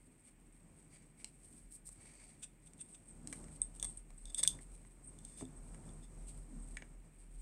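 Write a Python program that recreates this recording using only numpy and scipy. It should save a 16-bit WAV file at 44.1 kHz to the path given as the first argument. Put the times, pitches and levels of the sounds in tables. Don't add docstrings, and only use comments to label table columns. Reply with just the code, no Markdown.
import sys
import numpy as np
from scipy import signal
from scipy.fft import rfft, irfft, next_fast_len
from scipy.io import wavfile

SR = 44100
rng = np.random.default_rng(int(sys.argv[2]) if len(sys.argv) > 2 else 0)


def unload_audio(sound):
    columns = np.transpose(np.atleast_2d(sound))
    steps = np.round(np.clip(columns, -1, 1) * 32767)
    wavfile.write(sys.argv[1], SR, steps.astype(np.int16))


N = 327133
TIME = np.arange(N) / SR
CLICK_DELAY_S = 0.00047


def from_db(db):
    return 10 ** (np.asarray(db) / 20)


def unit_rms(x):
    return x / np.sqrt(np.mean(x ** 2) + 1e-20)


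def envelope(rows):
    times, db = np.transpose(rows)
    return from_db(np.interp(TIME, times, db))


def coloured(x, spectrum):
    size = next_fast_len(N)
    hz, db = np.transpose(spectrum)
    log_f = np.log(np.arange(size // 2 + 1) * SR / size + 1e-9)
    gain = from_db(np.interp(log_f, np.log(hz), db))
    gain *= np.minimum(np.exp(log_f) / hz[0], 1) ** 2
    return unit_rms(irfft(rfft(x, size) * gain, size)[:N])


def drift(per_s):
    knots = rng.standard_normal(N // 20)
    return unit_rms(np.interp(TIME * per_s, np.arange(len(knots)), knots))


def swell(offset_s, length_s):
    return np.exp(-2 * (2 * offset_s / length_s) ** 2)


def swells(rows):
    out = np.zeros(N)
    for middle, length, db in rows:
        near = slice(*np.searchsorted(TIME, [middle - 2 * length, middle + 2 * length]))
        out[near] += from_db(db) * swell(TIME[near] - middle, length)
    return out


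def strokes(rows, spectrum, ripple_db, threads_per_s):
    friction = rng.standard_normal(N) * from_db(ripple_db * drift(threads_per_s))
    return swells(rows) * coloured(friction, spectrum)


def impulses(times, sizes):
    out = np.zeros(N)
    samples = np.round(np.asarray(times) * SR).astype(int)
    np.add.at(out, np.clip(samples, 0, N - 1), sizes)
    return out


def ring(force, modes):
    out = np.zeros(N)
    for k, (hz, db, t60) in enumerate(modes):
        radius = np.exp(-np.log(1000) / (t60 * SR))
        angle = 2 * np.pi * hz / SR
        poles = [1, -2 * radius * np.cos(angle), radius ** 2]
        out += (-1) ** k * from_db(db) * signal.lfilter([0, np.sin(angle)], poles, force + 1e-18)
    return out


def chatter(times, db, share, settle_s):
    age = TIME[:SR // 20]
    touches = rng.standard_normal((len(times), len(age))) * np.exp(-age / settle_s)
    touches *= share / np.linalg.norm(touches, axis=1, keepdims=True)
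    touches[:, 0] = 1
    return impulses(times[:, None] + age, from_db(db)[:, None] * touches)


def slip_train(middle, length, per_s, uneven, db):
    lateness, scatter_db = rng.standard_normal((2, 801))
    count = len(lateness)
    offset = (np.arange(count) - count // 2 + uneven * lateness) / per_s
    sizes = swell(offset, length) * from_db(db + uneven * scatter_db)
    return impulses(middle + offset, sizes * rng.choice([-1, 1], count))


def small_radiator(x, edge_hz=2360, order=2):
    return signal.sosfilt(signal.butter(order, edge_hz, "high", fs=SR, output="sos"), x + 1e-18)


# (frequency [Hz], relative spectral level [dB])
BACKGROUND_SPECTRUM = [(30, -5), (70, -8), (160, -0.5), (300, -2.5), (600, -20), (1300, -23.5), (2300, -18),
                       (4000, -37.5), (6500, -45.5), (8500, -57.5), (12000, -27.5), (15500, -13.5)]
def background(level_db=-65.5):
    return from_db(level_db) * coloured(rng.standard_normal(N), BACKGROUND_SPECTRUM)


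def room(x, level_db=-10.5, t60_s=0.16, first_echo_s=0.0031):
    age = TIME[:SR // 2]
    decay = np.exp(-np.log(1000) * age / t60_s) * (age > first_echo_s)
    tail = rng.standard_normal(len(age)) * decay
    return from_db(level_db) * signal.oaconvolve(x, tail / np.linalg.norm(tail))[:N]


# (time [s], level [dB])
LEANING = [(0.0, -67), (.27, -76.5), (.48, -64), (1.0, -68), (1.7, -65.5), (3.03, -69), (3.15, -59),
           (7.42, -57)]
# (centre time [s], duration [s], level [dB])
SHOVES = [(3.45, 0.099, -61), (3.63, 0.11, -56), (3.87, 0.3, -53.5), (4.26, 0.19, -56.5), (5.25, 0.31, -59),
          (5.72, .18, -54), (5.94, 0.21, -56), (6.28, 0.3, -49), (6.6, 0.21, -47.5), (6.74, 0.12, -48.5),
          (7.35, 0.24, -52.5)]
def table_shake(mode_hz=39.5, wander_hz=2.2, unsteady_db=2.8):
    phase = 2 * np.pi * np.cumsum(mode_hz + wander_hz * drift(16)) / SR
    vibration = unit_rms(np.sin(phase) * from_db(unsteady_db * drift(15)))
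    return (envelope(LEANING) + swells(SHOVES)) * vibration


# (time [s], force level [dB])
BUMPS = [(0.074, -65), (1.505, -68), (1.53, -74), (3.241, -62), (3.266, -61), (3.29, -66), (5.412, -50.5),
         (5.422, -41.5), (6.019, -59), (6.531, -64)]
# (frequency [Hz], gain [dB], T60 [s])
TABLE_MODES = [(109.6, -7, 0.15), (156, -5, 0.23), (258.4, 1.5, 0.3), (335, -6, 0.17), (416, -5, 0.1),
               (663, -7.5, 0.052), (1057, -9.5, 0.011)]
def table_bumps(soft_hz=1500):
    times, db = np.transpose(BUMPS)
    softness = signal.butter(1, soft_hz, fs=SR, output="sos")
    force = signal.sosfilt(softness, impulses(times, from_db(db)) + 1e-18)
    return ring(force, TABLE_MODES)


# (time [s], relative level [dB])
EFFORT = [(0.0, -66), (3.18, -64), (3.39, -55), (4.21, -63.5), (4.55, -56), (4.85, -61.5), (5.64, -56),
          (6.8, -59), (7.13, -63.5), (7.42, -64.5)]
# (frequency [Hz], relative spectral level [dB])
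RUBBING_SPECTRUM = [(50, -2.5), (85, 1.5), (132, -1), (158, 8.5), (185, -6), (218, 1), (310, -6.5),
                    (450, -12), (700, -15), (1200, -21), (3200, -39)]
def finger_rubbing(gain_db=-2.5, uneven_db=1.98):
    effort = envelope(EFFORT) * from_db(gain_db + uneven_db * drift(17))
    return effort * coloured(rng.standard_normal(N), RUBBING_SPECTRUM)


# (centre time [s], duration [s], level [dB])
REGRIPS = [(1.54, 0.054, -62), (3.28, 0.22, -54), (6.02, 0.062, -64.5), (6.57, 0.21, -55.5)]
# (frequency [Hz], relative spectral level [dB])
SCUFF_SPECTRUM = [(100, -19), (155, 7), (185, 0.5), (220, 9.5), (310, 4), (400, -16), (700, -24),
                  (1500, -32), (3000, -45)]
def grip_scuffs():
    return strokes(REGRIPS, SCUFF_SPECTRUM, ripple_db=2.5, threads_per_s=56)


# (centre time [s], duration [s], level [dB])
BRUSHES = [(1.52, 0.5, -71), (1.722, 0.031, -61), (1.752, 0.055, -57), (1.872, 0.043, -54.5),
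           (1.925, 0.04, -62), (6.32, 0.09, -74)]
# (frequency [Hz], relative spectral level [dB])
BRUSH_SPECTRUM = [(500, -39), (2500, -24), (4500, -11), (6500, -13.5), (8500, -7.5), (11000, -2),
                  (15500, 3)]
def finger_brushes():
    return strokes(BRUSHES, BRUSH_SPECTRUM, ripple_db=1.5, threads_per_s=1000)


# (centre time [s], duration [s], level [dB])
SLIDES = [(0.28, 0.05, -73), (0.945, 0.09, -67.5), (1.03, 0.1, -77), (1.215, 0.086, -71.5),
          (1.275, 0.05, -77), (2.07, 0.26, -71), (2.24, 0.31, -69.5)]
# (frequency [Hz], relative spectral level [dB])
SLIDE_SPECTRUM = [(600, 12.5), (1500, 0.5), (1950, 10.5), (2270, 16), (2750, 3.5), (3600, -1), (4200, -0.5),
                  (4650, 7), (5100, -4.5), (5600, -1.5), (7000, -4), (10000, -4.5), (15000, -6)]
def skirt_slides():
    return strokes(SLIDES, SLIDE_SPECTRUM, ripple_db=2.5, threads_per_s=300)


# (centre time [s], duration [s], level [dB])
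WHISTLES = [(2.813, 0.026, -69), (2.945, 0.085, -79.5), (3.1, 0.093, -83.5), (3.88, 0.094, -72),
            (3.976, 0.014, -70.5), (4.183, 0.016, -78), (4.22, 0.02, -83), (5.045, 0.038, -80.5),
            (5.078, 0.054, -76), (5.575, 0.036, -82.5), (5.735, 0.015, -96), (5.94, 0.031, -84),
            (6.28, 0.033, -82.5), (6.635, 0.049, -79.5)]
def thread_whistles(pitch_hz=8470, wander_hz=206, jitter_hz=418, flutter_db=2.5):
    hz = pitch_hz + wander_hz * drift(45) + jitter_hz * drift(1600)
    tone = np.sin(2 * np.pi * np.cumsum(hz) / SR)
    return swells(WHISTLES) * unit_rms(tone * from_db(flutter_db * drift(170)))


# (time [s], frequency [Hz], half duration [s], level [dB])
SQUEAK = (3.6176, 8450, .0007, -40.5)
def cloth_squeak(fall_hz_per_s=300000):
    middle, hz, half_length, db = SQUEAK
    offset = TIME - middle
    phase = 2 * np.pi * (hz - .5 * fall_hz_per_s * offset) * offset
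    return from_db(db) * np.exp(-(offset / half_length) ** 2) * np.sin(phase)


# (time [s], relative level [dB])
CREEP = [(0.0, -72), (1.12, -75), (1.45, -70), (1.82, -75), (2.09, -64), (2.55, -75), (3.26, -67),
         (4.15, -68), (4.42, -61), (4.66, -69), (4.9, -66), (5.0, -71), (5.29, -65), (5.66, -70),
         (6.62, -68), (6.84, -81), (7.08, -81), (7.42, -71)]
# (centre time [s], duration [s], relative level [dB])
TUGS = [(0.275, 0.061, -67.5), (0.94, 0.05, -65), (1.21, 0.086, -61), (1.28, 0.04, -66), (1.45, 0.041, -69),
        (1.59, 0.075, -65), (2.14, 0.28, -98), (2.925, 0.093, -60), (3.345, 0.13, -54),
        (3.56, 0.031, -53.5), (3.885, 0.19, -58.5), (3.976, 0.013, -59), (4.63, 0.039, -57),
        (5.395, 0.056, -57), (6.31, 0.14, -65), (6.745, 0.13, -57.5), (7.18, 0.12, -66.5),
        (7.38, 0.16, -66)]
# (frequency [Hz], relative spectral level [dB])
CLOTH_SPECTRUM = [(400, -1.5), (900, 7), (1500, -36.5), (2300, 3.5), (3200, 3), (4700, 0.5), (6500, -4),
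                  (8500, 3), (11000, 5.5), (15500, -2)]
def cloth_rustle(gain_db=-15, creep_db=0.5, fidget_db=2.6, clump_db=3.0, catches_per_s=500):
    speed = envelope(CREEP) * from_db(creep_db - fidget_db * drift(17)) + swells(TUGS)
    caught = rng.random(N) < catches_per_s / SR
    catch_db = 2.0 * np.minimum(rng.exponential(1, N), 4)
    catches = unit_rms(caught * from_db(catch_db) * rng.choice([-1, 1], N))
    hiss = 0.81 * rng.standard_normal(N)
    return from_db(gain_db + clump_db * drift(60)) * speed * coloured(catches + hiss, CLOTH_SPECTRUM)


# (centre time [s], duration [s], slip rate [1/s], unevenness [0-1], level [dB], ring coupling [dB])
CREAKS = [(2.436, 0.03, 255, 0.03, -34.5, -19.5), (2.674, .018, 400, 0.15, -52.5, -17.5),
          (2.797, .022, 700, 0.38, -56, -13), (2.813, 0.014, 420, .25, -41, -20.5),
          (2.949, 0.018, 290, 0.1, -45.5, -17)]
# (frequency [Hz], gain [dB], T60 [s])
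CREAK_MODES = [(1560, -1.5, 0.0067), (2600, -1.5, 0.0099), (3590, 3.5, 0.013), (4600, -14, 0.0099),
               (6250, -8, 0.015), (6970, -8, 0.0054)]
def waistband_creaks():
    slips, on_plastic = np.zeros((2, N))
    for middle, length, per_s, uneven, db, ring_db in CREAKS:
        train = slip_train(middle, length, per_s, uneven, db)
        slips += train
        on_plastic += train * from_db(ring_db)
    return small_radiator(slips) + ring(on_plastic, CREAK_MODES)


# (time [s], snap level [dB], leg level [dB])
HIP_POP = (1.2448, -32, -52)
# (frequency [Hz], gain [dB], T60 [s])
LEG_MODES = [(1006, 0, 0.0055), (2130, 9, 0.0048), (2840, 9, 0.0033), (4120, 1.5, 0.0067),
             (5700, 2, 0.0049), (6300, -12, .004)]
def hip_pop():
    times, snap_db, leg_db = np.transpose([HIP_POP])
    snap = small_radiator(chatter(times, snap_db, share=0.9, settle_s=0.0014))
    leg = ring(chatter(times, leg_db, share=1.0, settle_s=0.0011), LEG_MODES)
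    return snap + leg


# (time [s], snap level [dB], shell level [dB], relative torso level [dB])
DOLL_CLICKS = [(1.8894, -44, -70, -58), (2.217, -72, -62, -60), (2.734, -51.5, -72, -78),
               (3.273, -36, -56, -62), (3.327, -36, -40, -53), (3.333, -42, -53, -49),
               (3.441, -50, -63, -71), (3.4824, -63, -56, -70), (3.8263, -40, -52, -48.5),
               (3.8352, -45, -59, -50.5), (3.8456, -46, -57, -51), (4.104, -53.5, -58, -62),
               (4.4349, -39, -48, -50), (4.4499, -46, -39.5, -59), (4.589, -62, -53.5, -66),
               (4.849, -77, -60, -61), (5.409, -52, -51, -46), (5.423, -66, -56, -48),
               (5.745, -55, -51, -60), (6.7696, -45.5, -34.5, -53), (6.8218, -80, -42.5, -48.5)]
# (frequency [Hz], gain [dB], T60 [s])
SHELL_MODES = [(1570, 1, 0.0044), (2130, 10, 0.0032), (2366, 2.5, 0.0073), (2800, -18, 0.0054),
               (4540, -17, 0.00061), (5040, -22, 0.01), (6690, -17.5, 0.008)]
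TORSO_MODES = [(497, 2, 0.012), (746, 2.5, 0.0086), (1030, 1, 0.012), (1290, -5.5, 0.012)]
def doll_clicks(knock_db=-2):
    times, snap_db, shell_db, torso_db = np.transpose(DOLL_CLICKS)
    times = times + CLICK_DELAY_S
    snap = small_radiator(chatter(times, snap_db, share=1.82, settle_s=0.0017))
    shell = ring(chatter(times, shell_db, share=0.76, settle_s=0.0023), SHELL_MODES)
    knock = ring(chatter(times, torso_db, share=0.57, settle_s=0.0028), TORSO_MODES)
    return snap + shell + from_db(knock_db) * knock


# (time [s], snap level [dB], ring level [dB])
HOOK_TICKS = [(3.7977, -34, -49), (3.8269, -25.5, -42.5), (3.8447, -33, -45.5), (3.972, -50, -76),
              (4.178, -58, -79), (4.2548, -39.5, -46.5), (4.3459, -26.5, -39.5), (4.3822, -32, -45),
              (4.4349, -15.5, -28), (4.4755, -9.5, -22), (5.1876, -44, -58), (5.2497, -37.5, -56),
              (5.452, -50, -55.5), (5.891, -57, -59)]
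# (frequency [Hz], gain [dB], T60 [s])
HOOK_MODES = [(3340, -8, 0.0067), (3525, 1.5, 0.015), (3690, -4, 0.011), (4650, -17, 0.007),
              (5380, -7.5, 0.005), (6360, -11, 0.006), (6850, -15.5, .005), (8000, -17, .005)]
def hook_ticks(grip_detune=0.008, uneven_db=2.5):
    times, snap_db, ring_db = np.transpose(HOOK_TICKS)
    times = times + CLICK_DELAY_S
    contacts = chatter(times, snap_db, share=1.0, settle_s=0.0017)
    out = small_radiator(contacts, edge_hz=3300, order=4)
    age = TIME[:SR // 20]
    hz, mode_db, t60 = np.transpose(HOOK_MODES)[:, :, None]
    signs = (-1) ** np.arange(len(HOOK_MODES))[:, None]
    for time, db in zip(times, ring_db):
        shift, strength = rng.standard_normal((2, len(HOOK_MODES), 1))
        decays = from_db(db + mode_db + uneven_db * strength) * np.exp(-np.log(1000) * age / t60)
        tones = np.sin(2 * np.pi * hz * (1 + grip_detune * shift) * age)
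        start = round(time * SR)
        out[start:start + len(age)] += np.sum(signs * decays * tones, axis=0)
    return small_radiator(out, edge_hz=1700)


# (centre time [s], duration [s], level [dB], hook coupling [dB])
HOOK_DRAGS = [(3.619, 0.0049, -45, -9), (3.8495, 0.0086, -36, -21), (4.278, 0.043, -59.5, -8),
              (4.302, 0.02, -52, -11), (4.392, 0.043, -36, -12.5), (4.4328, 0.0057, -25.5, -14),
              (4.4403, 0.0058, -33.5, -18), (5.307, 0.3, -60.5, -22), (5.401, 0.086, -51, -19.5),
              (6.039, 0.04, -61.5, -8)]
def hook_drags(pressed_t60_share=0.82, shell_db=-26, torso_db=-29):
    slips, on_hook = np.zeros((2, N))
    for middle, length, db, hook_db in HOOK_DRAGS:
        train = slip_train(middle, length, per_s=2000, uneven=0.53, db=db)
        slips += train
        on_hook += train * from_db(hook_db)
    pressed_modes = [(hz, db, t60 * pressed_t60_share) for hz, db, t60 in HOOK_MODES]
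    shell = from_db(shell_db) * ring(slips, SHELL_MODES)
    torso = from_db(torso_db) * ring(slips, TORSO_MODES)
    return small_radiator(slips) + ring(on_hook, pressed_modes) + shell + torso


def scene():
    stroking = finger_brushes() + skirt_slides()
    scuffs = grip_scuffs()
    contacts = doll_clicks() + hook_ticks() + hip_pop() + hook_drags() + waistband_creaks()
    bright = stroking + contacts + cloth_squeak() + thread_whistles() + cloth_rustle()
    ambience = background() + room(bright)
    handling = scuffs + finger_rubbing() + table_shake() + table_bumps()
    return (bright + ambience + handling)[None]


def record(dry, port_hz=8457, port_width_hz=750, lift_db=5.5, lift_width_hz=910):
    radius = np.exp(-np.pi * port_width_hz / SR)
    port = np.array([1, -2 * radius * np.cos(2 * np.pi * port_hz / SR), radius ** 2])
    heard = signal.lfilter([port.sum()], port, dry)
    peak_band = signal.lfilter(*signal.iirpeak(port_hz, port_hz / lift_width_hz, fs=SR), heard)
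    heard = heard + (from_db(lift_db) - 1) * peak_band
    roll_off = signal.butter(2, 8450, fs=SR, output="sos")
    steep_cut = signal.ellip(10, .2, 70, 15800, fs=SR, output="sos")
    return signal.sosfilt(steep_cut, signal.sosfilt(roll_off, heard))


dry = scene()
out = record(dry)
unload_audio(out)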